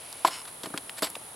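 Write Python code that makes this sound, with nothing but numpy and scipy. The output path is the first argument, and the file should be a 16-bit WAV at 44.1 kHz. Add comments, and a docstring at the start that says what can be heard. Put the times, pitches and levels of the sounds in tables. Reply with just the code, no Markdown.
"""A summer field: open air rushes softly and insects hiss, one with a fast pulsing buzz.
A few metres away a mule brushes through the grass and takes three steps onto a low wooden platform.
Each hoof knocks the planks, pops hollowly under its sole and grinds on grit as it takes weight.
A board creaks after the first step, small ticks fall in between, and a hoof's rim clinks on the last.
The steps echo faintly from the trees."""
import sys
import numpy as np
from scipy import signal
from scipy.fft import rfft, irfft, next_fast_len
from scipy.io import wavfile

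SR = 44100
rng = np.random.default_rng(int(sys.argv[2]) if len(sys.argv) > 2 else 0)


def waveform_to_disk(signal):
    """Save audio, clipped to [-1, 1], as 16-bit WAV at the path in sys.argv[1]."""
    frames = np.transpose(np.atleast_2d(signal))
    scaled = np.clip(frames, -1, 1) * 32767
    samples = np.round(scaled).astype(np.int16)
    wavfile.write(sys.argv[1], SR, samples)


N = 59535
T = np.arange(N) / SR


def from_db(db):
    """Turn decibels into a number to multiply by."""
    return 10 ** (np.asarray(db) / 20)


def rms_one(x):
    """Scale a signal so its average strength (rms) is 1."""
    return x / np.sqrt(np.mean(x ** 2) + 1e-20)


def lowpass(x, hz, order=2):
    """Dull a sound by turning down what lies above hz."""
    sections = signal.butter(order, np.clip(hz, 10, .45 * SR), fs=SR, output="sos")
    return signal.sosfilt(sections, x + 1e-18)


def coloured(x, spectrum, tilt_db=0):
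    """Shape noise by (pitch_hz, level_db) rows, adding tilt_db per octave; the result has rms 1."""
    size = next_fast_len(N)
    octave = np.log2(np.maximum(np.fft.rfftfreq(size, 1 / SR), 1))
    hz, db = np.transpose(spectrum)
    tilted_db = db + tilt_db * np.log2(hz / hz[0])
    level_db = np.interp(octave, np.log2(hz), tilted_db, left=-np.inf, right=-np.inf)
    return rms_one(irfft(rfft(x, size) * from_db(level_db), size)[..., :N])


def noise(spectrum, tilt_db=0):
    """Steady noise with the given tone colour."""
    return coloured(rng.standard_normal(N), spectrum, tilt_db)


def burst(start_s, rise_s, fall_s):
    """A loudness shape that climbs in a straight line, then dies away."""
    return np.clip((T - start_s) / rise_s, 0, 1) * np.exp(-np.maximum(T - start_s - rise_s, 0) / fall_s)


def ringing(tones, start_s=0):
    """Tones struck together, each fading by 60 dB in its ring_s."""
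    t = np.maximum(T - start_s, 0)
    return sum(from_db(db - 60 * t / ring_s) * np.sin(2 * np.pi * hz * t) for hz, db, ring_s in tones)


def spread(mid, side, side_db):
    """Make left and right: both share mid, and side sets them apart."""
    return mid + from_db(side_db) * side * np.array([[1], [-1]])


# tone colour of the air: pitch_hz, level_db
AIR_COLOUR = [(15, -46), (25, -19), (103, 0.5), (177, -1.5), (284, -2), (839, 2.5), (1620, -5.5),
              (2660, -8), (3140, -7), (3530, -7.5), (7000, -14.5), (9100, -32), (15400, -120)]
# how wide the air sounds, side against middle: pitch_hz, width_db
AIR_WIDTHS = [(60, -18), (120, -18), (380, -8), (1300, -3.5), (2400, -1), (4400, -4), (7000, -7)]

def open_air():
    """A soft rush, alike in both ears in the bass and wide above."""
    mid, side = coloured(rng.standard_normal((2, N)), AIR_COLOUR)
    hz, db = np.transpose(AIR_WIDTHS)
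    log_pitch = np.log(np.maximum(np.fft.rfftfreq(N, 1 / SR), 1))
    width_db = np.interp(log_pitch, np.log(hz), db)
    side = irfft(rfft(side) * from_db(width_db), N)
    return from_db(-50) * spread(mid, side, side_db=0)


# tone colour of the insects in the grass: pitch_hz, level_db
INSECT_COLOUR = [(5000, -64), (7000, -15.5), (8000, -14), (8650, -4.5), (9400, -9.5), (10200, 2.5),
                 (10900, -0.5), (11600, -17), (12300, -17), (14000, -20.5), (16000, -23.5)]

def insect_chorus():
    """Many insects blend into one hiss, narrowest at the very top."""
    return from_db(-47.5) * spread(noise(INSECT_COLOUR), noise(INSECT_COLOUR, tilt_db=-17), side_db=-11)


def insect_buzz():
    """The nearest insect: every wing stroke is a short, wavering chirp that rises in pitch."""
    centre_hz, sweep_hz, waver_hz = 11034, 906, 86
    strokes_per_s, first_stroke_s, width_in_cycles = 74.8, .0086, .17
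    cycle = ((T - first_stroke_s) * strokes_per_s + .5) % 1 - .5
    waver = rms_one(lowpass(rng.standard_normal(N), 630))
    pitch_hz = centre_hz + sweep_hz * cycle + waver_hz * waver
    strokes = np.exp(-.5 * (cycle / width_in_cycles) ** 2)
    return from_db(-43.5) * strokes * np.sin(2 * np.pi * np.cumsum(pitch_hz) / SR)


def tree_echo(x):
    """The trees scatter back a dull, blurred echo, different on each side."""
    mid, side = lowpass(rng.standard_normal((2, N)), 4300) * burst(0.028, rise_s=0.028, fall_s=0.11)
    echo = rms_one(spread(mid, side, side_db=-9)) / np.sqrt(N)
    return from_db(-33) * signal.fftconvolve(x[None], echo, axes=1)[:, :N]


def ground_scatter(x):
    """Sound bounces off the nearby ground for a few milliseconds."""
    scatter = rng.standard_normal(N) * burst(0, rise_s=0.0008, fall_s=0.0025)
    return signal.fftconvolve(x, rms_one(scatter) / np.sqrt(N))[:N]


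# tone colour of brushed grass: pitch_hz, level_db
GRASS_COLOUR = [(900, -18), (2300, 0), (4800, -1), (6500, -9), (12000, -9)]

def grass_swish():
    """A hind leg swings through the grass: a soft swell that fades after the first step."""
    peak_s, rise_s = 0.36, 1.8
    return from_db(-51.5) * burst(peak_s - rise_s, rise_s, fall_s=0.05) * noise(GRASS_COLOUR)


# how the creak changes as it goes: time_s, stuck_s, level_db
CREAK_COURSE = [(0.305, 0.0041, -39.5), (0.317, 0.0028, -41.5), (0.345, 0.0032, -39), (0.371, .0052, -41.5),
                (0.4014, .009, -38.5), (0.4157, 0.015, -40.5)]
# tone colour of the rubbing joint: pitch_hz, level_db
JOINT_COLOUR = [(200, -11.5), (650, -10.5), (1100, 4), (2000, 0.5), (2600, -1), (3080, 6), (3500, -2.5),
                (4500, -3), (5280, 4.5), (6200, -15), (7000, -12), (8600, -1.5), (11000, -9), (16000, -28)]
# tones the joint rings with: pitch_hz, level_db, ring_s
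JOINT_TONES = [(1120, -16, .01), (3000, -11, .016), (4640, -12.5, .014), (5250, -7, 0.0091),
               (6840, -6, .014), (8570, -10, .014)]

def board_creak():
    """A loaded joint sticks and slips: a buzz while the slips come fast, then single ticks."""
    times_s, stuck_s, levels_db = np.transpose(CREAK_COURSE)
    timing_jitter, uneven_db, roughness = .03, 0.5, .5
    slips, at_s = np.zeros(N), times_s[-1]
    for jitter, weakness in rng.standard_normal((80, 2)):   # counted back from the last slip
        if at_s >= times_s[0]:
            slips[int(at_s * SR)] = from_db(np.interp(at_s, times_s, levels_db) - uneven_db * weakness)
        at_s -= np.interp(at_s, times_s, stuck_s) * np.exp(timing_jitter * jitter)
    rasp = burst(0, rise_s=.001, fall_s=0.0035)
    one_slip = rasp * noise(JOINT_COLOUR) + ringing(JOINT_TONES)
    friction = signal.fftconvolve(slips, rasp)[:N] * noise(JOINT_COLOUR)
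    return signal.fftconvolve(slips, one_slip)[:N] + roughness * friction


# ticks of hoof and harness: start_s, level_db, fall_s, centre_hz, loss_db (per octave off centre)
LIGHT_TICKS = [(0.1269, -31.5, 0.0019, 7800, 4.5), (0.2473, -24, 0.0022, 4350, 9),
               (0.4530, -37, 0.0039, 5000, -1), (0.6337, -32, 0.0035, 3470, -0.5),
               (0.7754, -24, 0.0037, 3150, 3), (0.8948, -28, 0.002, 3430, 4.5),
               (1.0216, -23.5, 0.0048, 12000, 2), (1.1, -32, 0.003, 14000, 12),
               (1.1529, -29.5, 0.0034, 2220, 4.5)]
# tone colour the ticks share: pitch_hz, level_db
TICK_BASE_COLOUR = [(150, -16), (500, -11), (900, 5.5), (1700, 2), (2200, -3.5), (3150, 0.5), (3700, 1.5),
                    (4800, -1), (6200, -6.5), (7600, -2.5), (10500, -3), (13000, -8.5), (16000, -20)]

def ticks():
    """Hard little contacts die in a few milliseconds, each with its own brightness."""
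    out = 0
    for start_s, level_db, fall_s, centre_hz, loss_db in LIGHT_TICKS:
        colour = [(hz, db - loss_db * abs(np.log2(hz / centre_hz))) for hz, db in TICK_BASE_COLOUR]
        out += from_db(level_db) * burst(start_s, 0.00062, fall_s) * noise(colour)
    return out


# the rim of a hoof touches down: start_s, level_db
RIM_TOUCHES = [(1.0298, -29), (1.0397, -40)]
# tones the rim rings with: pitch_hz, level_db, ring_s
RIM_TONES = [(3625, 2.5, 0.065), (4000, -1, 0.065), (4530, -5, 0.08), (4640, -1, 0.083)]

def rim_clinks():
    """The hard edge of a settling hoof meets the boards and rings high."""
    return sum(from_db(level_db) * ringing(RIM_TONES, start_s) for start_s, level_db in RIM_TOUCHES)


# hooves slide on grit: peak_s, level_db, rise_s, fall_s, tilt_db (per octave)
HOOF_SLIDES = [(0.251, -27.5, 0.0014, 0.021, -1.5), (0.2775, -27, 0.018, 0.01, 0),
               (0.480, -41.5, 0.01, 0.015, -0.5), (0.636, -37.5, 0.002, 0.019, -0.5),
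               (0.661, -35.5, 0.0056, 0.0028, -.5), (0.992, -35, 0.027, 0.0047, 0.5),
               (1.031, -26, 0.0055, 0.017, 1.5), (1.045, -26.5, 0.0052, 0.0075, 1.5),
               (1.072, -34.5, 0.021, 0.0063, -1)]
# tone colour of grit on wood: pitch_hz, level_db
GRIT_COLOUR = [(150, -6), (400, -14), (690, 3.5), (860, 0), (1080, 1.5), (2000, -2.5), (3000, -4),
               (4000, -1), (5200, -4.5), (6400, -13.5), (8000, -3), (9200, -13.5), (11000, -5),
               (13000, -14), (16000, -28)]

def grit_scrapes():
    """Grains of uneven size crack under a sliding hoof, over smooth rubbing."""
    grains_per_s, rubbing_gain = 4600, 0.36
    out = 0
    for peak_s, level_db, rise_s, fall_s, tilt_db in HOOF_SLIDES:
        grain_db = np.minimum(rng.exponential(1, N), 4)
        sizes = from_db(grain_db) * rng.choice([-1, 1], N)
        cracks = rms_one(sizes * (rng.random(N) < grains_per_s / SR))
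        grit = coloured(cracks + rubbing_gain * rng.standard_normal(N), GRIT_COLOUR, tilt_db)
        out += from_db(level_db) * burst(peak_s - rise_s, rise_s, fall_s) * grit
    return out


# tone colour of loose boards: pitch_hz, level_db
BOARD_COLOUR = [(60, -5), (170, -8.5), (320, 2), (600, 2.5), (850, -18), (1400, -2.5), (2100, -9),
                (4200, -15), (6300, -21), (10500, -16.5), (15500, -23)]

def board_clatter(start_s):
    """Loose boards ring briefly at many pitches at once, the bass longest."""
    ring = noise(BOARD_COLOUR)
    bass = lowpass(ring, 300, order=1)
    treble = ring - bass
    return (bass * burst(start_s, rise_s=0.0007, fall_s=0.013)
            + treble * burst(start_s, rise_s=0.00035, fall_s=0.0076))


def sole_pop(start_s, pitch_hz, level_db):
    """Air under the hollow sole rings, rising in pitch as the pocket narrows, until the hoof shuts it."""
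    start_drop, glide_s, rise_s = 0.34, 0.0013, 0.00052
    t = np.maximum(T - start_s, 0)
    rising_hz = pitch_hz * (1 - start_drop * np.exp(-t / glide_s))
    tone = np.sin(2 * np.pi * np.cumsum(rising_hz * (t > 0)) / SR)
    length_s = 0.0092 * 2 ** (level_db / 20)   # a blow 20 dB harder rings twice as long
    closing = np.exp(-(t / length_s) ** 3)
    return from_db(level_db) * np.minimum(t / rise_s, 1) * closing * tone


# tones the planks ring with: pitch_hz, level_db, ring_s
PLANK_TONES = [(182.5, -6.5, 0.035), (292, -7.5, 0.084), (357, -8, 0.066), (422, -11.5, 0.058),
               (525, -9, 0.053), (650, -3, 0.046), (758, -22, 0.13), (998, -5, 0.052), (1228, 2, 0.037),
               (1405, -4.5, 0.069), (1586, -4, 0.032), (1750, -11.5, 0.059), (2080, -27, 0.04),
               (2243, -18.5, 0.1)]

def plank_knock(start_s, cutoff_hz, place):
    """A blow rings the planks: the place struck favours some tones, and a soft contact dulls them."""
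    knock = 0
    for k, tone in enumerate(PLANK_TONES):
        strength = 1 + 0.42 * np.cos(2 * np.pi * (k + 1) * place)
        knock += (-1) ** k * strength * ringing([tone], start_s)
    dulled = lowpass(knock, cutoff_hz, order=1)
    return lowpass(dulled, 1.17 * cutoff_hz, order=1)   # higher up, the treble falls twice as steeply


# hooves land on the platform: start_s, knock_db, cutoff_hz (lower is softer),
# place (0 to 1 along the plank), pop_db, pop_hz, clatter_db
HOOF_LANDINGS = [(0.2479, -22.5, 4970, 0.34, -7.5, 1040, -24.5), (0.2565, -39, 2000, 0.22, -22, 975, -38),
                 (0.2760, -36, 2500, 0.1, -29, 810, -43), (0.2817, -37.5, 2500, 0.5, -25, 1140, -46),
                 (0.635, -31.5, 890, 0.07, -62, 1190, -40), (0.658, -31.5, 706, 0.32, -34.5, 1190, -38.5),
                 (0.6670, -28, 350, 0.02, -46, 555, -48), (0.702, -29, 300, 0.16, -54, 616, -43),
                 (0.7395, -24, 1000, 0.08, -30.5, 970, -37.5), (0.7614, -59, 600, 0.26, -62, 1310, -39),
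                 (0.7765, -34.5, 400, 0.5, -55, 736, -61), (1.0233, -23, 3360, 0.5, -23, 623, -31.5),
                 (1.0294, -26.5, 3000, 0.17, -42, 645, -33), (1.0445, -65, 3000, 0.1, -31.5, 1210, -49),
                 (1.1005, -47, 900, 0.5, -38, 680, -49), (1.166, -59, 2070, 0.07, -32, 733, -41.5)]

def hoof_landings():
    """Every landing is a knock, a hollow pop and a clatter."""
    out = 0
    for start_s, knock_db, cutoff_hz, place, pop_db, pop_hz, clatter_db in HOOF_LANDINGS:
        out += from_db(knock_db) * plank_knock(start_s, cutoff_hz, place)
        out += sole_pop(start_s, pop_hz, pop_db)
        out += from_db(clatter_db) * board_clatter(start_s)
    return out


def scene():
    """Steps just left of centre, with air and insects all round."""
    steps = hoof_landings() + grit_scrapes() + board_creak() + ticks() + rim_clinks() + grass_swish()
    bass_cut = signal.butter(3, 134, "high", fs=SR, output="sos")   # the steps carry little deep bass
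    steps = signal.sosfilt(bass_cut, steps)
    lean_left = from_db([[0.2], [-0.2]])
    direct = spread(steps, ground_scatter(steps), side_db=-37) * lean_left
    return direct + insect_chorus() + tree_echo(steps) + open_air() + insect_buzz()


def record(dry):
    """Cut the very highest treble steeply."""
    cutoff_hz = 15900
    return signal.sosfilt(signal.ellip(10, .1, 80, cutoff_hz, fs=SR, output="sos"), dry)


dry = scene()
out = record(dry)
waveform_to_disk(out)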